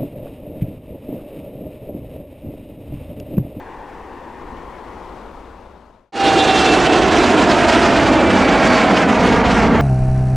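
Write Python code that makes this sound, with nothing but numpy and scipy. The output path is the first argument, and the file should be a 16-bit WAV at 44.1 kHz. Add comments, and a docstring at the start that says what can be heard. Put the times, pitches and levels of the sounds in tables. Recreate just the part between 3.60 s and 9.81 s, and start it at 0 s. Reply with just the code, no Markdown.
"""A distant jet rolls along a runway and fades out, a bird trilling faintly over it;
then a climbing jet fades in fast, its howl and buzz sinking in pitch by Doppler shift.
Exhaust roar is shaped random noise, mottled by turbulent air and combed by a ground echo;
fan tones are wavering sines locked to one shaft speed, and the bird is five throbbing chirps."""
import sys
import numpy as np
from scipy import signal
from scipy.io import wavfile
from scipy.ndimage import uniform_filter1d

SR = 44100
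rng = np.random.default_rng(int(sys.argv[2]) if len(sys.argv) > 2 else 0)


def dump_mix(stems):
    """Bounce the given channels to the path in sys.argv[1] as a 16-bit WAV at rate SR."""
    frames = np.atleast_2d(stems).T  # one column per channel
    limited = np.clip(frames, -1, 1)  # hard clip at full scale
    pcm = np.round(limited * 32767).astype(np.int16)
    wavfile.write(sys.argv[1], SR, pcm)


def voltage_ratio(decibels):
    """Convert decibels (scalar or array-like) to amplitude ratios, 20 dB per decade."""
    exponent = np.asarray(decibels, float) / 20
    return 10 ** exponent


N = 273861
T = np.arange(N) / SR


def evened(x):
    """Normalisation: divides a signal by its root mean square."""
    return x / np.sqrt(np.mean(x ** 2) + 1e-20)


def read(points, hz):
    """Spectral envelope: interpolates a curve along logarithmic frequency."""
    f, value = np.transpose(points)
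    return np.interp(np.log(hz + 1), np.log(f + 1), value)


def columns(rows, t):
    """Temporal envelope: interpolates each column of a table linearly in time."""
    s, *values = np.transpose(rows)
    return [np.interp(t, s, v) for v in values]


def flutter(values, t):
    """Detrending: the fluctuation of a curve about its straight-line trend."""
    return values - np.polyval(np.polyfit(t, values, deg=1), t)


def drift(rate_hz):
    """Band-limited random modulation: low-passed noise of rms 1."""
    low_pass = signal.butter(2, rate_hz, fs=SR, output="sos")
    return evened(signal.sosfilt(low_pass, rng.standard_normal(N)))


def roar(path, air, start, end, same, side, patchy_db, flicker_db):
    """Jet mixing noise: random short-time spectra, mottled by turbulent air."""
    # microphone treble response: hz, response_db
    capsule = [(6000, 0.5), (8500, -0.5), (10000, -1.5), (11200, -5), (12500, -11), (14000, 2)]
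    frames, hz = N // 256 + 5, np.fft.rfftfreq(1024, 1 / SR)[:, None]
    t = np.arange(frames) * 256 / SR
    left_re, left_im, other_re, other_im, patches = rng.standard_normal((frames, 513, 5)).T
    level_db, rumble_db, pan_db = columns(path, t)

    # the colour glides from start to end; these two curves carry the trend
    age = np.interp(t, [path[0][0], path[-1][0]], [0, 1])
    field_db = (1 - age) * read(start, hz) + age * read(end, hz) + read(capsule, hz)
    # treble and rumble add only their fluctuations about that trend
    high = np.clip(np.log2(hz / 600 + 1e-9) / 2.64, 0, 1.15)
    low = 1 / (1 + (hz / 140) ** 4)
    treble_db = columns(air, t)[0] - level_db
    field_db += high * flutter(treble_db, age) + low * flutter(rumble_db, age)
    size = voltage_ratio(field_db)
    size /= np.sqrt((size[4:58] ** 2).sum(0))  # unit power sum from about 170 to 2450 Hz

    # turbulence mottles the treble most: small patches and a flicker common to all bands
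    patches = uniform_filter1d(patches, size=24, axis=0)
    patches = evened(uniform_filter1d(patches, size=6, axis=1))
    flicker = evened(uniform_filter1d(rng.standard_normal(frames), size=3))
    size *= voltage_ratio((.15 + high) * (patchy_db * patches + flicker_db * flicker))

    # the right side blends the left with independent noise, by their likeness
    like = np.clip(read(same, hz), -1, 1)
    left = left_re + 1j * left_im
    right = like * left + np.sqrt(1 - like ** 2) * (other_re + 1j * other_im)
    balance_db = read(side, hz) + (1 - low) * (pan_db - pan_db.mean())
    spectra = np.array([left, right]) * size * voltage_ratio(np.multiply.outer([.5, -.5], balance_db))
    noise = signal.istft(spectra, nperseg=1024, noverlap=768)[1][:, :N] / np.sqrt(2 / 3)
    return noise * voltage_ratio(columns(path, T)[0])


def grounded(direct, echo, echo_hz):
    """Ground reflection: a later, duller copy on a shimmering path interferes with the direct sound."""
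    delay_ms, strength = columns(echo, T)
    late = np.arange(N) - (delay_ms + 0.071 * drift(8.2)) * SR / 1000
    dull = signal.lfilter(*signal.butter(1, echo_hz, fs=SR), direct)
    copies = np.array([np.interp(late, np.arange(N), channel) for channel in dull])
    bounce = np.clip(strength, 0, 1) * copies
    return (direct + bounce) / np.sqrt(1 + strength ** 2)


def tone(hz, level_db, waver_hz, fading_db):
    """Random frequency and amplitude modulation: a sine shimmers on its way through the air."""
    turns = np.cumsum(hz + waver_hz * drift(12.2)) / SR + rng.random()
    return np.sqrt(2) * voltage_ratio(level_db + fading_db * drift(24)) * np.sin(2 * np.pi * turns)


def far_whine():
    """Fan tone: one wavering sine, a little stronger on the left, faded out by 1.8 s."""
    # far fan whine ahead of fade and balance: time_s, pitch_hz, level_db
    whine = [(0, 1830, -72), (.9, 1820, -56), (1.8, 1775, -71)]
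    sound = tone(*columns(whine, T), waver_hz=3.9, fading_db=3.0)
    return sound * np.clip(1.8 - T, 0, 1) * voltage_ratio([[2.4], [-2.6]])


def hiss(level_db):
    """Microphone self-noise: low-passed random noise, partly correlated between the sides."""
    shared, apart = rng.standard_normal(N), rng.standard_normal((2, N))
    soft = signal.lfilter(*signal.butter(1, 14000, fs=SR), shared + .65 * apart)
    return voltage_ratio(level_db) * evened(soft)


def bird():
    """Amplitude modulation: short rising chirps sound rough from a fast throb."""
    # bird notes, level ahead of throb and swell: start_s, level_db, starting_pitch_hz
    trill = [(1.835, -57, 3480), (1.94, -62, 3800), (2.04, -54, 3550), (2.14, -55, 3600), (2.33, -57, 3700)]
    note_s, throb_hz = .034, 190
    out, t = np.zeros(N), np.arange(round(note_s * SR)) / SR
    throb = .1 + np.cos(np.pi * throb_hz * t) ** 4
    for s, db, hz in trill:
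        chirp = np.sin(2 * np.pi * hz * t * (1 + .5 * t))
        note = chirp * throb * np.hanning(len(t))
        out[round(s * SR):][:len(t)] += 2 * voltage_ratio(db) * note
    return out


def far_jet():
    """Superposition: reflected roar, fan whine, bird and microphone noise share one field."""
    # course of the far roar: time_s, roar_db, rumble_over_roar_db, left_minus_right_db
    path = [(0, -34, -9, 2), (.75, -36, -9, 3.5), (.92, -35, 0, 4), (1.1, -35.5, -8, 4.5),
            (1.75, -36.5, -3, 4.5), (2.5, -36.5, 0, 7)]
    # treble, of which the fluctuation against the roar is used: time_s, treble_db
    air = [(0, -62.5), (.7, -61), (1.3, -57), (2.2, -53), (2.5, -50)]
    # roar colour at the start and end of the pass: hz, density_db_per_hz
    start, end = [(12, -37), (20, -2), (65, -1), (97, -17), (218, -6.5), (326, 3.5), (426, 1.5), (487, 5),
                  (603, -10.5), (855, -2.5), (1060, -4), (1310, -10.5), (1860, -14), (3940, -34),
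                  (12200, -48), (15800, -80), (22000, -120)], [(12, -36), (20, 19), (53, -7), (162, -17.5), (224, -6.5), (300, -15.5),
                                     (326, -1), (353, -14.5), (382, -13.5), (620, -11), (1060, -12.5),
                                     (1150, -18.5), (1420, -20.5), (1630, -25), (12200, -51.5),
                                     (15800, -81), (22000, -120)]
    # stereo likeness: hz, likeness_0_to_1
    same = [(60, 0.98), (130, 0.99), (270, 0.98), (580, 1), (1220, 0.94), (2600, 1), (5520, 0.86),
            (11700, 0.3)]
    # stereo balance: hz, left_minus_right_db
    side = [(60, -1), (110, 0), (190, 4), (350, 9), (630, 8), (1120, 6), (2020, 6.5), (3630, 10),
            (6520, 6.5), (11700, 3)]
    # ground echo: time_s, delay_ms, strength_0_to_1
    echo = [(0, 1.115, 0.47), (1.5, 0.84, 0.2), (2.5, 0.54, 0)]
    exhaust = roar(path, air, start, end, same, side, patchy_db=0.5, flicker_db=0.5)
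    return grounded(exhaust, echo, echo_hz=1920) + far_whine() + hiss(-67.5) + bird()


def buzz_saw(shaft_hz):
    """Shock waves from uneven blade tips: tones at whole multiples of shaft speed, some flaring."""
    # shaft multiples that sound: order
    orders = [12, 15, 19, 21, 28, 30, 31, 32, 33, 34, 35, 37, 38]
    # strength of each order against the common buzz level: relative_db
    order_db = [-11, -5, -10, -5, -4, -5, -4, -4, -8, -10, -8, -11, -10]
    # moments when the upper orders flare together: time_s, lift_db, half_width_s
    flares = [(2.68, 11, .03), (2.805, 18, .022), (2.9, 15, .022), (2.975, 15, .022), (3.08, 9, .03)]
    # buzz beams forward: it holds until 3.05 s, then dies away as the jet turns side-on
    start_db, fall_db_per_s, lowest_db = -31, 35, -48
    buzz_db = np.clip(start_db - fall_db_per_s * (T - 3.05), lowest_db, start_db)
    flare_db = -7  # between flares
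    for s, db, width in flares:
        flare_db = flare_db + db * np.exp(-((T - s) / width) ** 2)
    out = np.zeros(N)
    for order, db in zip(orders, order_db):
        share = np.exp(-((order - 31.5) / 3) ** 2 / 2)  # flares centre on order 31.5
        out += tone(order * shaft_hz, buzz_db + db + share * flare_db, waver_hz=12, fading_db=3)
    return out


def fan():
    """Doppler shift: howl, blade tone, overtone and buzz all follow one falling shaft speed."""
    # fan shaft speed as heard: time_s, turns_per_s
    shaft = [(2.5, 118.3), (3.0, 112.9), (3.5, 107.8), (4.0, 102.8), (4.5, 98.2), (5.0, 94.7), (5.5, 92.4),
             (6.0, 90.8), (6.25, 89.6)]
    # the howl creeps up from the first to the second value: shaft_multiple
    howl_multiples = (6.74, 6.85)
    # howl, swelling and sinking: time_s, level_db
    howl_level = [(2.52, -13), (2.7, -16.5), (3.15, -23), (3.4, -25), (3.6, -30), (3.85, -23), (4.3, -23),
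                  (4.62, -36), (4.9, -25), (5.27, -21), (5.4, -27), (5.55, -24), (5.7, -36), (6.2, -35)]
    # blade tone, swelling and sinking: time_s, level_db
    blade_level = [(2.52, -29), (2.8, -30), (2.95, -26), (3.15, -26), (3.2, -39), (3.27, -29), (3.45, -35),
                   (3.8, -38), (4.45, -37), (4.65, -31), (5.27, -28), (5.35, -41), (5.6, -33), (6.2, -42)]
    shaft_hz, = columns(shaft, T)
    howl_hz = np.interp(T, [shaft[0][0], shaft[-1][0]], howl_multiples) * shaft_hz
    # the overtone surfaces once, around 5 s
    faint_db, peak_db = -54, -40
    over_db = faint_db + (peak_db - faint_db) * np.exp(-((T - 5.0) / .45) ** 2)
    out = tone(howl_hz, *columns(howl_level, T), waver_hz=1.5, fading_db=1.5)
    out += tone(24.03 * shaft_hz, *columns(blade_level, T), waver_hz=6, fading_db=2.5)
    out += tone(48.25 * shaft_hz, over_db, waver_hz=28, fading_db=3.5)
    out += buzz_saw(shaft_hz)
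    return out * voltage_ratio([[-.9], [.9]])  # slightly stronger on the right


def near_jet():
    """Superposition: roar with a lengthening ground echo, fan tones and noise, high-passed together."""
    # course of the near roar: time_s, roar_db, rumble_over_roar_db, left_minus_right_db
    path = [(2.67, -14.5, -26.5, -6.5), (3.7, -12.5, -19, -6), (4.7, -12, -18, -5), (5.2, -12.5, -20.5, -5),
            (5.85, -13, -9.5, -4.5), (6.2, -14, -2.5, -4)]
    # treble, of which the fluctuation against the roar is used: time_s, treble_db
    air = [(2.67, -29), (2.94, -28.5), (2.98, -25.5), (3.03, -29), (3.51, -32), (3.58, -28), (3.89, -33),
           (3.91, -29), (4.08, -31.5), (4.1, -24), (4.12, -30), (4.69, -36), (4.72, -33), (5.07, -34),
           (5.17, -30.5), (5.33, -37.5), (5.38, -31.5), (5.45, -38.5), (5.69, -34), (5.85, -39),
           (5.89, -34), (5.97, -34.5), (6.1, -40.5), (6.2, -41)]
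    # roar colour at the start and end of the pass: hz, density_db_per_hz
    start, end = [(24, -44), (40, -9), (75, -11), (123, -11), (321, 2.5), (427, -2.5), (543, -3.5),
                  (759, -2.5), (1140, -10.5), (1380, -7.5), (2230, -15.5), (2700, -13), (3510, -16.5),
                  (7720, -27.5), (12200, -47), (15800, -91), (22000, -120)], [(24, -36), (40, 0), (123, -3.5), (181, 2.5), (246, 3), (361, -3.5),
                                      (459, -1), (530, -8), (642, -3), (689, -3), (2170, -14),
                                      (3950, -27.5), (4560, -29.5), (6850, -35), (12200, -55.5),
                                      (15800, -90), (22000, -120)]
    # stereo likeness: hz, likeness_0_to_1
    same = [(60, 0.96), (170, 1), (490, 0.99), (1420, 1), (4080, 0.99), (11700, 0.9)]
    # stereo balance: hz, left_minus_right_db
    side = [(60, -1.5), (110, -9.5), (190, -3), (350, -0.5), (630, -3), (1120, -3), (2020, -3),
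            (3630, -2.5), (6520, 0.5), (11700, -3.5)]
    # ground echo, longer as the jet climbs: time_s, delay_ms, strength_0_to_1
    echo = [(2.5, 2.26, 0.13), (4.6, 3.35, 0.36), (6.2, 4.38, 0.36)]
    exhaust = roar(path, air, start, end, same, side, patchy_db=1.14, flicker_db=1.5)
    mix = grounded(exhaust, echo, echo_hz=2420) + fan() + hiss(-69)
    wind_filter = signal.butter(3, 48, "high", fs=SR, output="sos")
    return signal.sosfilt(wind_filter, mix)


def scene():
    """Linear fades: the far jet sinks to silence, and from that moment the near jet rises."""
    cut_s, fade_out_s, fade_in_s = 2.522, 1.0, .15
    fade_out = np.clip((cut_s - T) / fade_out_s, 0, 1)
    fade_in = np.clip((T - cut_s) / fade_in_s, 0, 1)
    return far_jet() * fade_out + near_jet() * fade_in


def roll_off(x):
    """The treble ends steeply here."""
    return signal.sosfilt(signal.butter(12, 15760, fs=SR, output="sos"), x)


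def record(dry):
    """Saturation: a hyperbolic tangent sets a soft ceiling on the peaks."""
    mix = 1.296 * np.tanh(dry / 1.283)
    return roll_off(mix)


dry = scene()
out = record(dry)
dump_mix(out)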